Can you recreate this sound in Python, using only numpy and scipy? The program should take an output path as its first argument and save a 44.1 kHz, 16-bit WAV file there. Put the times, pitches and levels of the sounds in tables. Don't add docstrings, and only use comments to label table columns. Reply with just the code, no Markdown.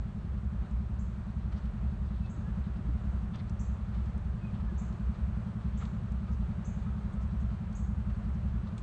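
import sys
import numpy as np
from scipy import signal
from scipy.fft import rfft, irfft
from scipy.io import wavfile
from scipy.ndimage import uniform_filter1d

SR = 44100
rng = np.random.default_rng(int(sys.argv[2]) if len(sys.argv) > 2 else 0)


def to_wav(sig):
    pcm = np.clip(np.atleast_2d(sig), -1, 1) * 32767
    pcm = np.round(pcm).astype(np.int16)
    wavfile.write(sys.argv[1], SR, pcm.T)


N = 388962
TIME = np.arange(N) / SR

# first footfall t/s, thud level/dB, spray level/dB, footfall width/s
CANTER_STRIDES = [(.38, -73, -75, 0.014), (.94, -69, -80, 0.01), (1.526, -60, -65, 0.011),
                  (2.115, -68, -74, 0.011), (2.76, -67, -73, 0.0067), (3.351, -62, -63, 0.018),
                  (3.946, -63.5, -66.5, 0.021), (4.604, -67, -67, 0.012), (5.15, -65.5, -68, 0.021),
                  (5.818, -58.5, -73, 0.024), (6.285, -64.5, -78, 0.02), (6.829, -66, -85, 0.0093),
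                  (7.501, -66, -80, 0.027), (8.103, -61.5, -75, 0.011), (8.677, -63.5, -64.5, 0.013)]
# delay/s, thud gain/dB, spray gain/dB
STRIDE_FOOTFALLS = [(0, 5.5, -2.5), (.047, -5, -8.5), (0.13, -6.5, -10.5)]
# peak t/s, level/dB, f/Hz, half width/s
SAND_SCUFFS = [(1.573, -65, 4220, 0.011), (2.061, -73, 4500, 0.012), (2.159, -72, 3700, .025),
               (2.264, -65, 4000, 0.0061), (2.66, -74, 3800, 0.018), (2.773, -72, 4200, 0.01),
               (3.35, -59, 3030, 0.0094), (3.351, -57, 1700, .008), (3.394, -63, 4000, 0.011),
               (3.406, -57, 1900, 0.0075), (4.553, -68, 3200, .01), (5.775, -70, 2820, 0.047),
               (5.828, -57, 600, .016), (5.829, -56, 1150, .013), (5.826, -59, 1890, .016),
               (5.83, -65, 3130, 0.016), (5.88, -70, 3800, .008), (6.334, -70, 5800, .016),
               (7.14, -69, 7500, 0.0081), (7.225, -69, 6200, .012), (7.414, -72, 6800, .014),
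               (8.355, -75, 5500, 0.013), (8.781, -57, 7000, .002), (8.794, -68, 7000, 0.0087)]
# t/s, level/dB, f/Hz, decay/s
BUCKLE_TICKS = [(0.713, -63, 6900, 0.0018), (1.585, -65, 3700, 0.0066), (1.661, -62, 3200, .006),
                (2.427, -70, 4000, 0.0034), (3.36, -51, 3900, 0.0023), (3.499, -56, 5200, 0.0035),
                (4.065, -66, 4500, 0.007), (4.18, -60, 7500, 0.0019), (4.933, -63, 3770, .008),
                (5.857, -52.5, 2900, 0.004), (6.124, -61, 6000, 0.004), (7.731, -61, 5200, 0.0041),
                (8.785, -51.5, 2980, 0.0055)]
# multiple of the turn rate, level/dB
KNOCK_HARMONICS = [(1, -100), (3, -96), (4, -80), (5, -66), (6, -64), (7, -59.5), (8, -43), (9, -47.5),
                   (10, -39.5), (11, -40.5), (12, -53.5), (13, -47.5), (14, -49), (15, -48.5), (16, -41.5),
                   (17, -47), (18, -48.5), (19, -40.5), (20, -42.5), (21, -49.5), (22, -61.5), (25, -93.5),
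                   (40, -100)]
# t/s, gain/dB
DRIVE_LOAD = [(0, -8.5), (2, -7.5), (6, -5.5), (8.8, -5)]
# t/s into the turn, level/dB, f/Hz, half width/s
ROUGH_SPOTS = [(.002, -30.5, 58.7, 0.03), (0.06, -33, 61.6, 0.0083), (0.117, -41, 70.4, .035),
               (0.242, -32.5, 62.4, .012), (0.311, -32, 65.8, .017), (0.381, -29.5, 58.2, .016),
               (.412, -30.5, 65, 0.013), (.468, -28, 62.5, 0.014), (0.498, -31.5, 63, .014),
               (0.571, -34, 58.2, 0.012), (0.611, -27.5, 59.9, .014), (0.688, -40, 60.1, .011),
               (0.745, -29, 55.7, .018), (0.795, -27.5, 66.2, 0.022), (0.872, -34.5, 64.2, 0.014),
               (0.942, -27.5, 64.14, 0.021), (.998, -32.5, 70, 0.012), (1.035, -32, 58.3, 0.013)]
# f/Hz, level/dB per Hz
GRIND_SPECTRUM = [(20, -86.5), (36, -72), (46, -63.5), (60, -68.5), (74, -63), (84, -68.5), (130, -88),
                  (400, -140)]
# f/Hz, level/dB per Hz
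RUMBLE_SPECTRUM = [(10, -86), (28, -72.5), (58, -56.5), (72, -56), (82, -62), (95, -62), (120, -66.5),
                   (142, -67), (168, -67.5), (192, -63), (218, -75), (245, -76.5), (295, -90), (350, -80.5),
                   (450, -100), (900, -120)]
# f/Hz, rms level/dB
MOTOR_TONES = [(29.8, -81.5), (120, -51), (402, -72), (592, -72)]
# t/s, shell f/Hz, level/dB
HAND_BUMPS = [(1.826, 287, -50), (2.373, 287, -42.5), (2.785, 240, -40.5), (2.885, 278, -39),
              (3.05, 269, -49), (4.72, 345, -46)]
# t/s, upper voice f/Hz, level/dB, lower voice gain/dB
BIRD_CHIPS = [(.989, 7360, -58, -4), (2.296, 7640, -59.5, 2), (3.592, 7300, -53, -0.5),
              (4.777, 7400, -54, 0.5), (5.771, 7370, -54, -3), (6.646, 7450, -53, 1),
              (7.75, 7610, -54, 3.5)]
# peak t/s, start f/Hz, end f/Hz, half width/s, level/dB
FAR_WHISTLES = [(2.251, 2630, 2590, 0.011, -60), (2.478, 1575, 1810, .022, -58.5),
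                (4.454, 2550, 2470, 0.0078, -55), (4.692, 1820, 1610, 0.014, -59),
                (6.299, 1250, 1280, .03, -60), (6.876, 1288, 1264, 0.014, -54.5),
                (7.194, 1270, 1328, 0.031, -57.5)]
# f/Hz, level/dB per Hz
AIR_SPECTRUM = [(100, -82.5), (450, -82), (650, -81.5), (820, -83), (1300, -83), (1850, -92), (2200, -97.5),
                (2700, -97.5), (4400, -107), (5000, -113), (6400, -112), (7600, -117), (9000, -114)]
# t/s, gain/dB
BREEZE_SWELL = [(0, -6.5), (2, -5), (5.8, -3.5), (8.8, -4.5)]
# f/Hz, level/dB
LEAF_BANDS = [(2000, -69), (3600, -82.5), (6800, -80.5)]


def hooves(grain_db=1.5, clop_db=-3, patter_db=-78):
    thud, spray = np.zeros((2, N))
    t = np.arange(-SR // 10, SR // 10) / SR
    for s, thud_db, spray_db, width_s in CANTER_STRIDES:
        for lag_s, foot_thud_db, foot_spray_db in STRIDE_FOOTFALLS:
            press = bell(t, width_s * np.where(t < 0, .53, .87))
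            add(thud, s + lag_s + t[0], undb(thud_db + foot_thud_db) * press)
            add(spray, s + lag_s + t[0], undb(spray_db + foot_spray_db) * press)
    spray = np.hypot(spray, undb(patter_db + 2 * wander(30)))
    grains = rng.standard_normal(N) * undb(grain_db * np.minimum(rng.exponential(size=N), 4))
    body = band(rng.standard_normal(N), 250, 1600)
    clop = undb(clop_db) * band(rng.standard_normal(N), 1147, 1330)
    steps = thud * (body + clop) + spray * band(grains, 2950, 4520)
    return tree_echo(steps, t60_s=.12, wet_db=-18.5, build_s=.011)


def scuffs(spread=1.2, rasp_hz=3500, gain_db=-3):
    sand, t = np.zeros(N), np.arange(-SR // 8, SR // 8) / SR
    for s, db, hz, half_s in SAND_SCUFFS:
        grit = band(rng.standard_normal(len(t)), hz / spread, hz * spread)
        add(sand, s + t[0], undb(db) * bell(t, half_s) * grit)
    rasp = signal.lfilter(*signal.iirpeak(rasp_hz, Q=5.4, fs=SR), sand)
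    return undb(gain_db) * (sand + .97 * rasp)


def tack(spread=1.52):
    out, t = np.zeros(N), TIME[:SR // 20]
    for s, db, hz, decay_s in BUCKLE_TICKS:
        burst = band(rng.standard_normal(len(t)), hz / spread, hz * spread)
        add(out, s - decay_s, undb(db) * np.exp(-t / decay_s) * burst)
    return out


def drive():
    hum = sum(undb(db) * np.sqrt(2) * np.sin(2 * np.pi * (hz * TIME + rng.random()))
              for hz, db in MOTOR_TONES)
    return spindle() * undb(curve(DRIVE_LOAD)) + wheel() + coloured(RUMBLE_SPECTRUM) + hum


def spindle(turn_hz=10.7294, first_s=.0628, sway_db=.5, contact_s=.0042, drift_s=.00026, linger=1.036):
    size = int(SR / turn_hz)
    harmonics = undb(np.interp(np.arange(size // 2 + 1), *np.transpose(KNOCK_HARMONICS)))
    cepstrum = irfft(np.log(harmonics), size)
    lag_s = np.fft.fftfreq(size) * size / SR
    follow = 1 + linger * np.sign(lag_s) * (1 - np.exp(-(lag_s / contact_s) ** 4))
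    knock = irfft(np.exp(rfft(cepstrum * follow)), size) * size / np.sqrt(2)
    turns = (TIME - first_s + drift_s * wander(1.5)) * turn_hz
    knocks = np.interp(turns, np.arange(size) / size, knock, period=1) * undb(sway_db * wander(10))
    return signal.sosfiltfilt(signal.butter(3, 700, fs=SR, output="sos"), knocks)


def wheel(turn_s=1.07438, sway_db=.76, oval_db=4.5, oval_at_s=.48):
    t = TIME[:int(turn_s * SR)]
    s, db, hz, half_s = np.transpose(ROUGH_SPOTS)[:, :, None]
    since_s = (t - s + turn_s / 2) % turn_s - turn_s / 2
    energy = (undb(db) * bell(since_s, half_s)) ** 2 + 1e-18
    pitch_hz = (energy * hz).sum(0) / energy.sum(0)
    cycles = np.cumsum(pitch_hz) / SR
    cycles *= np.round(cycles[-1]) / cycles[-1]
    shudder = np.sqrt(energy.sum(0)) * np.sin(2 * np.pi * cycles)
    pressure = undb(oval_db * np.cos(4 * np.pi * (t - oval_at_s) / turn_s))
    grind = coloured(GRIND_SPECTRUM, len(t)) * pressure
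    return np.resize(shudder + grind, N) * undb(sway_db * wander(8))


def hand(rise_s=.0058, body_ratio=.39, body_db=-1):
    out, t = np.zeros(N), TIME[:SR // 10]
    push = t / rise_s * np.exp(1 - t / rise_s)
    for s, hz, db in HAND_BUMPS:
        shell = np.sin(2 * np.pi * hz * t)
        body = undb(body_db) * np.sin(2 * np.pi * body_ratio * hz * t)
        add(out, s, undb(db) * push * (shell + body))
    return out


def near_bird(length_s=.024, low_ratio=.875, upper_late_s=.004, buzz_hz=320, flutter_db=1.2):
    out, progress = np.zeros(N), np.linspace(0, 1, int(length_s * SR))
    arch = np.interp(progress, [0, .25, .65, 1], [.92, 1.01, 1.01, .95])
    effort = np.interp(progress, [0, .18, .55, 1], [.3, .38, .34, .33])
    quiver = 1 + .024 * wander(700) + .027 * np.sin(2 * np.pi * buzz_hz * TIME)
    flutter = undb(flutter_db * wander(300))
    for s, upper_hz, db, low_db in BIRD_CHIPS:
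        for ratio, voice_db, late_s in ((1, 0, upper_late_s), (low_ratio, low_db, 0)):
            moment = rng.integers(N - len(arch)) + np.arange(len(arch))
            voice = glide(upper_hz * ratio * arch * quiver[moment])
            add(out, s + late_s, undb(db + voice_db) * effort * flutter[moment] * voice)
    return tree_echo(out, t60_s=.5, wet_db=.8, build_s=.004)


def far_birds(edge_db=-9):
    out, t = np.zeros(N), np.arange(-SR // 18, SR // 18) / SR
    fade = signal.windows.tukey(len(t), .5)
    for s, start_hz, end_hz, half_s, db in FAR_WHISTLES:
        swell = np.maximum(np.exp(-.5 * (t / half_s) ** 4), undb(edge_db))
        whistle = glide(np.linspace(start_hz, end_hz, len(t)))
        add(out, s + t[0], undb(db) * swell * fade * whistle)
    return tree_echo(out, t60_s=.3, wet_db=-14, build_s=.01)


def air(flicker_db=.5, rustle_db=2.5):
    leaves = np.zeros(N)
    for hz, db in LEAF_BANDS:
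        hiss = band(rng.standard_normal(N), hz / 1.25, hz * 1.28, order=3)
        leaves += hiss * undb(db + rustle_db * np.tanh(wander(14)))
    return (coloured(AIR_SPECTRUM) + leaves) * undb(curve(BREEZE_SWELL) + flicker_db * wander(9.8))


def tree_echo(x, t60_s, wet_db, build_s):
    t = TIME[:SR]
    envelope = undb(-60 * t / t60_s) * (1 - np.exp(-t / build_s))
    tail = rng.standard_normal(SR) * envelope
    return x + undb(wet_db) * signal.fftconvolve(x, tail / np.linalg.norm(tail))[:N]


def undb(db):
    return 10 ** (np.asarray(db) / 20)


def curve(rows):
    return np.interp(TIME, *np.transpose(rows))


def bell(t, half_s):
    return np.exp(-.5 * (t / half_s) ** 2)


def wander(rate_hz):
    hold = int(SR / rate_hz)
    steps = np.repeat(rng.standard_normal(N // hold + 1), hold)
    smooth = uniform_filter1d(steps, hold)[:N]
    return smooth / smooth.std()


def glide(hz):
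    return np.sin(2 * np.pi * np.cumsum(hz) / SR)


def coloured(points, size=N):
    hz, db = np.transpose(points)
    bins_hz = np.maximum(np.fft.rfftfreq(size, 1 / SR), 1)
    gain = undb(np.interp(np.log(bins_hz), np.log(hz), db))
    return irfft(rfft(rng.standard_normal(size)) * gain, size) * np.sqrt(SR / 2)


def band(x, low_hz, high_hz, order=2):
    y = signal.sosfilt(signal.butter(order, [low_hz, high_hz], "band", fs=SR, output="sos"), x)
    return y / y.std()


def add(out, start_s, sound):
    start = int(round(start_s * SR))
    a, b = max(start, 0), min(start + len(sound), N)
    if b > a:
        out[a:b] += sound[a - start:b - start]


def scene():
    return (hooves() + scuffs() + tack() + drive() + hand() + near_bird() + far_birds() + air())[None]


def record(dry):
    return signal.sosfilt(signal.ellip(10, .2, 80, 9000, fs=SR, output="sos"), dry)


dry = scene()
out = record(dry)
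to_wav(out)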